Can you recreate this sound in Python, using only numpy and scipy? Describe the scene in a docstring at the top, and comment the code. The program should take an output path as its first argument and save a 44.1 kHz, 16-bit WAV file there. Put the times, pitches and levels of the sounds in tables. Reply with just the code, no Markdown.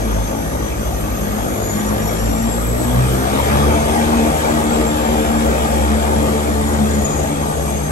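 """Two propellers drone and beat in the cockpit of a twin turboprop seaplane taxiing on opposed throttles.
Each is a blade tone, its octave and bursting overtones; a band of the drone booms on its own level curve.
Two compressor whines follow the turbine speeds through a level path, hoarser when fast.
Filtered noise makes hull rumble, wash that grows with thrust and intake hiss that grows with turbine speed.
Faint steady whistles lie behind."""
import sys
import numpy as np
from scipy import signal
from scipy.fft import rfft, irfft, next_fast_len
from scipy.io import wavfile
from scipy.ndimage import uniform_filter1d, map_coordinates

SR = 44100
rng = np.random.default_rng(int(sys.argv[2]) if len(sys.argv) > 2 else 0)


def wav_record(signal):
    """Record a signal, one row per channel, as 16-bit PCM in the file named by sys.argv[1]."""
    frames = np.transpose(np.atleast_2d(signal))
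    bounded = np.clip(frames, -1, 1)
    # unit amplitude maps onto the largest positive 16-bit level
    quanta = np.round(bounded * 32767).astype(np.int16)
    wavfile.write(sys.argv[1], SR, quanta)


N = 348831

# nearer propeller, lagging behind its turbine: t/s, blade rate f/Hz, blade tone level/dB, octave level/dB
NEAR_BLADES = [(0, 55.63, -21, -35), (.2, 54.46, -19, -24), (.35, 54.4, -30.5, -36),
               (1.2, 51.97, -26.5, -31), (1.7, 51.66, -34, -28), (2.3, 55.22, -21, -29.5),
               (2.6, 57.93, -24, -29), (2.69, 59.2, -20, -20.5), (2.83, 61.6, -22, -25),
               (3.05, 63.12, -20, -16), (3.25, 67.04, -24.5, -34.5), (3.7, 74.05, -17, -24),
               (4, 76.26, -26.5, -30.5), (4.4, 76.65, -28, -33), (5.4, 75.05, -32, -33),
               (6.4, 73.4, -60, -32), (6.85, 72.6, -31, -33), (7.91, 70.21, -24, -43)]
# compressor speed of the nearer engine: t/s, blade tone f/Hz
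NEAR_COMPRESSOR = [(0, 5700), (1, 6260), (2, 7035), (3.1, 8180), (3.5, 8600), (3.8, 8580), (4.4, 7990),
                   (5, 7390), (5.6, 7260), (6.4, 7140), (7.5, 6525), (7.91, 6336)]
# compressor speed of the farther engine: t/s, blade tone f/Hz
FAR_COMPRESSOR = [(0, 6475), (.5, 6180), (1.5, 5846), (1.8, 5774), (2.1, 5716), (2.45, 5762), (3.5, 6046),
                  (4, 6480), (5, 7350), (5.85, 8079), (7.91, 8070)]
# pull of the propellers: t/s, thrust above taxi power/dB
PULL = [(0, -4.5), (.6, -6), (2, -2.5), (2.7, -4), (3.55, 3.5), (4.5, 1.5), (5.6, 0.5), (7, -2), (7.91, -5)]


def amp(db):
    """Decibels to gain."""
    return 10 ** (np.asarray(db) / 20)


def unit(x):
    """Scale to rms 1."""
    return x / np.sqrt(np.mean(x ** 2) + 1e-20)


def along(points, hz):
    """Read (f/Hz, value) points on a log frequency axis."""
    f, v = np.transpose(points)
    return np.interp(np.log(hz + 1), np.log(f + 1), v)


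def curves(rows):
    """One value per sample for each column after the time."""
    s, *cols = np.transpose(rows)
    t_s = np.arange(N) / SR
    return [np.interp(t_s, s, c) for c in cols]


def wobble(rate_hz):
    """Smooth random curve through rate_hz normal knots a second."""
    at = np.arange(0, N + 16, 16)  # every 16th sample, joined by lines
    knots = rng.standard_normal(16384)
    return np.interp(np.arange(N), at, map_coordinates(knots, [at * rate_hz / SR], mode="wrap"))


def filtered(x, response):
    """x times a response of frequency."""
    m = next_fast_len(N + 8192)
    return irfft(rfft(x, m) * response(np.fft.rfftfreq(m, 1 / SR)), m)[..., :N]


def angle(hz):
    """Running phase/rad of a changing frequency."""
    return 2 * np.pi * np.cumsum(hz) / SR


def cabin(hz):
    """Gain of the cabin air and panel modes, summed in dB."""
    # resonances: centre f/Hz, width/Hz, lift/dB
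    modes = [(100.3, 1.6, 7.5), (208, 49, -3.5), (246.7, 7.7, 5), (306.2, 9.08, 4.5), (384, 156, -3.5),
             (441.7, 8.2, 8), (545, 19, 3.5), (695, 17, 2), (894, 116, 3.5), (1140, 16, 3), (1208, 36, 6),
             (1648, 34, 6.5), (1875, 71, 6.5), (2090, 41, 3.5), (2330, 49, 5), (3320, 130, 2.5),
             (3770, 26, 0), (6840, 100, 5.5), (6880, 80, -1), (11270, 480, 3.5)]
    return amp(sum(db / (1 + (2 * (hz - centre) / width) ** 2) for centre, width, db in modes))


def ports(hz):
    """Left and right gain at these frequencies, constant in total power."""
    # stereo balance: f/Hz, left over right/dB
    balance = [(60, 0), (150, 1.5), (300, 2), (850, 5), (1400, 1), (2400, -2), (3300, 7.5), (4200, 12),
               (5200, 6), (6800, 10), (8000, 1), (9300, 0)]
    lean = amp(along(balance, hz))
    return np.array([lean, np.ones_like(lean)]) * np.sqrt(2 / (1 + lean ** 2))


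def whistles():
    """Faint whistles, likely fans and gyros: fixed tones wavering in level and phase."""
    # tones: f/Hz, peak level/dB
    tones = [(1931, -53), (6760, -60), (11290, -57)]
    total = 0
    for hz, db in tones:
        level = amp(db + 2 * wobble(4))
        total = total + level * np.sin(angle(np.full(N, hz)) + wobble(hz / 400))
    return total


def rush(spectrum):
    """Stereo air noise of rms 1, heard through the cabin, left leading right in phase."""
    # left-right correlation: f/Hz, likeness/1
    likeness = [(60, .85), (250, .8), (400, .62), (1000, .55), (3400, .58), (3700, .15), (7000, .15),
                (9300, .45), (11300, .8)]
    # phase lead of left over right: f/Hz, lead/rad
    lead = [(40, 0), (130, .4), (280, .2), (350, 1), (500, 1.7), (800, 2.1), (1000, 2.9), (1150, 1.5),
            (1400, 3.2), (1950, 3.7), (2350, 6.3), (2550, 6.8), (2700, 8.7), (3400, 9.5), (8600, 12.6),
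            (10200, 9.4), (11000, 8.2), (11700, 6.3)]

    def colour(hz):
        turn = np.arccos(np.clip(along(likeness, hz), -1, 1)) / 2
        return amp(along(spectrum, hz)) * cabin(hz) * np.array([np.cos(turn), np.sin(turn)])

    def arrival(hz):
        return ports(hz) * np.exp(1j * along(lead, hz) * np.array([[.5], [-.5]]))

    mid, side = filtered(rng.standard_normal((2, N)), colour)
    return unit(filtered(np.array([mid + side, mid - side]), arrival))


def patchy(x, depth_db):
    """Eddies lift and drop patches of the spectrum for a moment."""
    z = signal.stft(x, nperseg=1024)[2]
    field = rng.standard_normal(z.shape[1:])
    field = uniform_filter1d(field, size=4, axis=0)
    field = uniform_filter1d(field, size=6, axis=1)
    return unit(signal.istft(z * amp(depth_db * unit(field)), nperseg=1024)[1][:, :N])


def power(compressor):
    """Engine power setting: doublings of turbine speed above taxi speed."""
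    taxi_hz = 7000
    return np.log2(curves(compressor)[0] / taxi_hz)


def air():
    """Propeller wash roars along the hull and shakes it; intakes hiss louder as the turbines speed up."""
    # hull rumble spectrum: f/Hz, relative density/dB
    rumble_spectrum = [(15, -12), (42, -17), (58, 2), (100, -4), (120, -5), (175, -6), (205, 2), (265, -6),
                       (360, -5), (500, -29), (900, -86)]
    # propeller wash spectrum: f/Hz, relative density/dB
    wash_spectrum = [(200, -29), (340, -2), (490, 1), (820, -2), (1000, -8), (1400, -8.5), (2100, -16.5),
                     (2750, -17.5), (3300, -17), (4200, -23.5), (6500, -25), (12000, -80)]
    # intake hiss spectrum: f/Hz, relative density/dB
    hiss_spectrum = [(1500, -20), (3200, -5), (4300, -6), (5500, -2), (6800, 1), (8000, 1), (9300, 1.5),
                     (10200, -8), (10800, -1), (11300, 3.5), (12400, -5), (13100, -20), (14000, -38),
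                     (15000, -50)]
    rumble_db, wash_db, hiss_db = -26, -21, -34  # at taxi power
    rumble_db_per_db, wash_db_per_db, treble_db_per_db = .2, .85, .083  # growth per dB of thrust
    near_db_per_doubling, far_db_per_doubling = 9, 3  # hiss growth with each turbine's speed
    treble_hz, chop_depth = 1090, .15

    thrust_db, = curves(PULL)
    intake_db = near_db_per_doubling * power(NEAR_COMPRESSOR) + far_db_per_doubling * power(FAR_COMPRESSOR)
    chop = 1 + chop_depth * np.sin(angle(curves(NEAR_BLADES)[0]))  # one gust per blade

    rumble_level = amp(rumble_db + rumble_db_per_db * thrust_db + .8 * wobble(6))
    rumble = rumble_level * rush(rumble_spectrum)

    roar = patchy(rush(wash_spectrum), depth_db=2.4)
    treble = filtered(roar, lambda hz: 1 - 1 / (1 + (hz / treble_hz) ** 4))
    roar = roar - treble + amp(treble_db_per_db * thrust_db) * treble
    wash = amp(wash_db + wash_db_per_db * thrust_db + .37 * wobble(10)) * chop * roar

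    hiss = amp(hiss_db + intake_db + .64 * wobble(14)) * patchy(rush(hiss_spectrum), depth_db=2.46)
    return rumble + wash + hiss


def wavering(phase, haze, flutter_hz, haze_hz, steady):
    """Stereo tone of rms 1 through turbulent air: steady part plus fading core in a soft-edged haze."""
    def skirt():
        return unit(wobble(haze_hz / 2) + wobble(haze_hz) + .5 * wobble(2 * haze_hz))

    def fade():
        sides = np.array([steady + wobble(flutter_hz) + haze * skirt() for _ in range(2)])
        return sides / np.sqrt(1 + steady ** 2 + haze ** 2)

    return unit(fade() * np.sin(phase) + fade() * np.cos(phase))


def turbine(compressor, path, haze, flutter_hz, haze_hz, unsteady, steady, fade_db, sink_db_per_db):
    """Compressor blade tone and octave, firm when slow and hoarse when fast; may sink with thrust."""
    haze_steepness, haze_db_per_db = 4.5, .17  # power of speed; growth per dB of thrust
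    tone_hz, = curves(compressor)
    thrust_db, = curves(PULL)
    phase = angle(tone_hz * (1 + unsteady * wobble(25)))
    hoarse = haze * (tone_hz / np.max(tone_hz)) ** haze_steepness * amp(haze_db_per_db * thrust_db)

    tone = wavering(phase, hoarse, flutter_hz, haze_hz, steady)
    tone = amp(along(path, tone_hz)) * tone * ports(tone_hz)
    # octave: hazier, equal on both sides
    octave = wavering(2 * phase, 2.6 * hoarse, 2 * flutter_hz, 1.6 * haze_hz, steady)[0]
    octave = amp(along(path, 2 * tone_hz) - 5.5) * octave

    swell_db = fade_db * wobble(16) / np.hypot(1, hoarse / 2)
    return amp(swell_db - sink_db_per_db * thrust_db) * (tone + octave)


def boom(drone):
    """Strongest cabin air mode: the drone's band near it, levelled, then swelling on a set curve."""
    # passband of the mode: f/Hz, gain/dB
    band = [(160, -71), (205, 3.5), (240, 2), (300, -61)]
    # boom: t/s, level/dB
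    boom_level = [(0.0, -41), (0.04, -28), (0.26, -41), (0.33, -26), (0.42, -51), (1.37, -29.5),
                  (1.68, -45), (1.75, -26), (2.13, -26), (2.16, -36), (2.46, -22), (2.69, -39), (2.97, -24),
                  (3.03, -41), (3.35, -25), (3.45, -48), (3.52, -26), (3.7, -23), (3.87, -37), (3.91, -41),
                  (4.02, -21.5), (4.25, -20.5), (4.37, -45), (4.58, -25), (4.81, -22), (4.87, -36),
                  (5.05, -26.5), (5.51, -21.5), (5.56, -43), (5.63, -25), (5.98, -23.5), (6.05, -36),
                  (6.2, -21), (6.46, -39), (6.53, -21), (6.64, -32.5), (6.84, -14.5), (6.89, -31),
                  (7.0, -17.5), (7.07, -45), (7.45, -36), (7.9, -54)]
    ring = filtered(drone, lambda hz: amp(along(band, hz)))
    ring_power = uniform_filter1d(np.mean(ring ** 2, axis=0), size=SR // 12)
    return amp(curves(boom_level)[0]) * ring / np.sqrt(np.abs(ring_power) + 1e-12)


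def bursts():
    """Uneven inflow: a complex gain of rms 1 that swells, drops out and returns out of step."""
    swing_db, rate_hz, slip_rad = 6.44, 15, .45  # swing limit before levelling, knot rate, phase wander
    size = amp(swing_db * np.tanh(wobble(rate_hz)))
    return unit(size) * np.exp(1j * slip_rad * wobble(rate_hz))


def propeller(blades, slap_db, fall_db, speed_db, wander_rad, rough, count):
    """Passing blades thump the hull; faster tips add a slap of overtones fluttering in uneven inflow."""
    slap_db_per_db, octave_waver_db = .56, 2.6  # growth per dB of thrust; random waver
    blade_hz, thump_db, octave_db = curves(blades)
    phase = angle(blade_hz) + wander_rad * wobble(14)  # blades hunt about their governed speed
    apart = np.array([[.5], [-.5]])  # standing waves put left and right out of step

    thump = amp(thump_db + 1.4 * wobble(9)) * np.sin(phase + .82 * apart)
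    octave = amp(octave_db + octave_waver_db * wobble(14)) * np.sin(2 * phase + .5 * apart)
    drone = (thump + octave) * ports(blade_hz)

    # overtones grow with thrust and tip speed and swell as they sweep through the cabin modes
    tip_db = speed_db * np.log2(blade_hz / np.max(blade_hz))
    slap = amp(slap_db + slap_db_per_db * curves(PULL)[0] + tip_db)
    grid_hz = np.arange(2000.)
    lift = cabin(grid_hz)
    for k in range(3, count + 1):
        level = slap * amp(-fall_db * np.log2(k)) * np.interp(k * blade_hz, grid_hz, lift)
        scatter = rough * np.sqrt(k)
        jitter = 1 + scatter * (wobble(30) + 1j * wobble(30))
        flutter = bursts() * jitter / np.sqrt(1 + 2 * scatter ** 2)
        tone = level * flutter * np.exp(1j * (k * phase + rng.uniform(0, 2 * np.pi)))
        stereo = np.exp(.22j * k * apart) * ports(k * np.mean(blade_hz, keepdims=True))
        drone += np.imag(tone * stereo)
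    return np.sqrt(2) * drone  # peak to rms levels


def scene():
    """Both engines, the air they move and the whistles."""
    # farther propeller: t/s, blade rate f/Hz, blade tone level/dB, octave level/dB
    far_blades = [(0, 70.5, -43, -52), (.7, 66.2, -25, -39), (1.6, 60.3, -28.5, -45), (3.6, 56.6, -33, -27),
                  (4.5, 58.53, -29.5, -59), (5.6, 67.15, -21, -54), (5.9, 71.07, -18.5, -48),
                  (6.4, 73.57, -23, -51), (6.8, 75.87, -19, -31), (7.91, 76.98, -50, -29)]
    # nearer compressor's path to the cockpit; the whine flares over its peaks: f/Hz, level/dB
    near_path = [(5700, -48), (5970, -48), (6050, -43), (6160, -48), (6360, -42), (6520, -44),
                 (6680, -39.5), (6780, -29), (6900, -38.5), (7240, -40.5), (7420, -37), (7560, -33),
                 (7680, -37.5), (8200, -37), (8600, -36), (11500, -47), (12300, -57), (13300, -75),
                 (14500, -57), (15500, -53), (16000, -60)]
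    # farther compressor's path to the cockpit: f/Hz, level/dB
    far_path = [(5720, -38), (5748, -39.5), (5772, -42.5), (5784, -53), (5950, -54), (6100, -46),
                (6290, -41.5), (6500, -43), (6850, -40.5), (7300, -45), (8100, -38.5), (11500, -32.5),
                (12100, -39), (12900, -47), (13500, -56), (14600, -50), (15500, -48), (16000, -66)]

    near_whine = turbine(NEAR_COMPRESSOR, near_path, haze=2.1, flutter_hz=65, haze_hz=330,
                         unsteady=.0016, steady=.1, fade_db=2, sink_db_per_db=.6)
    far_whine = turbine(FAR_COMPRESSOR, far_path, haze=2.8, flutter_hz=35, haze_hz=330,
                        unsteady=.0012, steady=1, fade_db=1.3, sink_db_per_db=0)
    # fall_db: per doubling of harmonic number; speed_db: per doubling of blade rate
    near = propeller(NEAR_BLADES, slap_db=-21.5, fall_db=3.4, speed_db=5,
                     wander_rad=.08, rough=.16, count=12)
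    far = propeller(far_blades, slap_db=-34, fall_db=5, speed_db=1,
                    wander_rad=.13, rough=.1, count=7)
    drone = near + far
    return whistles() + air() + near_whine + far_whine + boom(drone) + drone


def record(dry):
    """Round the highest peaks, then remove everything above the band limit."""
    top_hz = 15750
    rounded = dry / (1 + np.abs(dry / .9) ** 8) ** (1 / 8)
    return filtered(rounded, lambda hz: hz < top_hz)


dry = scene()
out = record(dry)
wav_record(out)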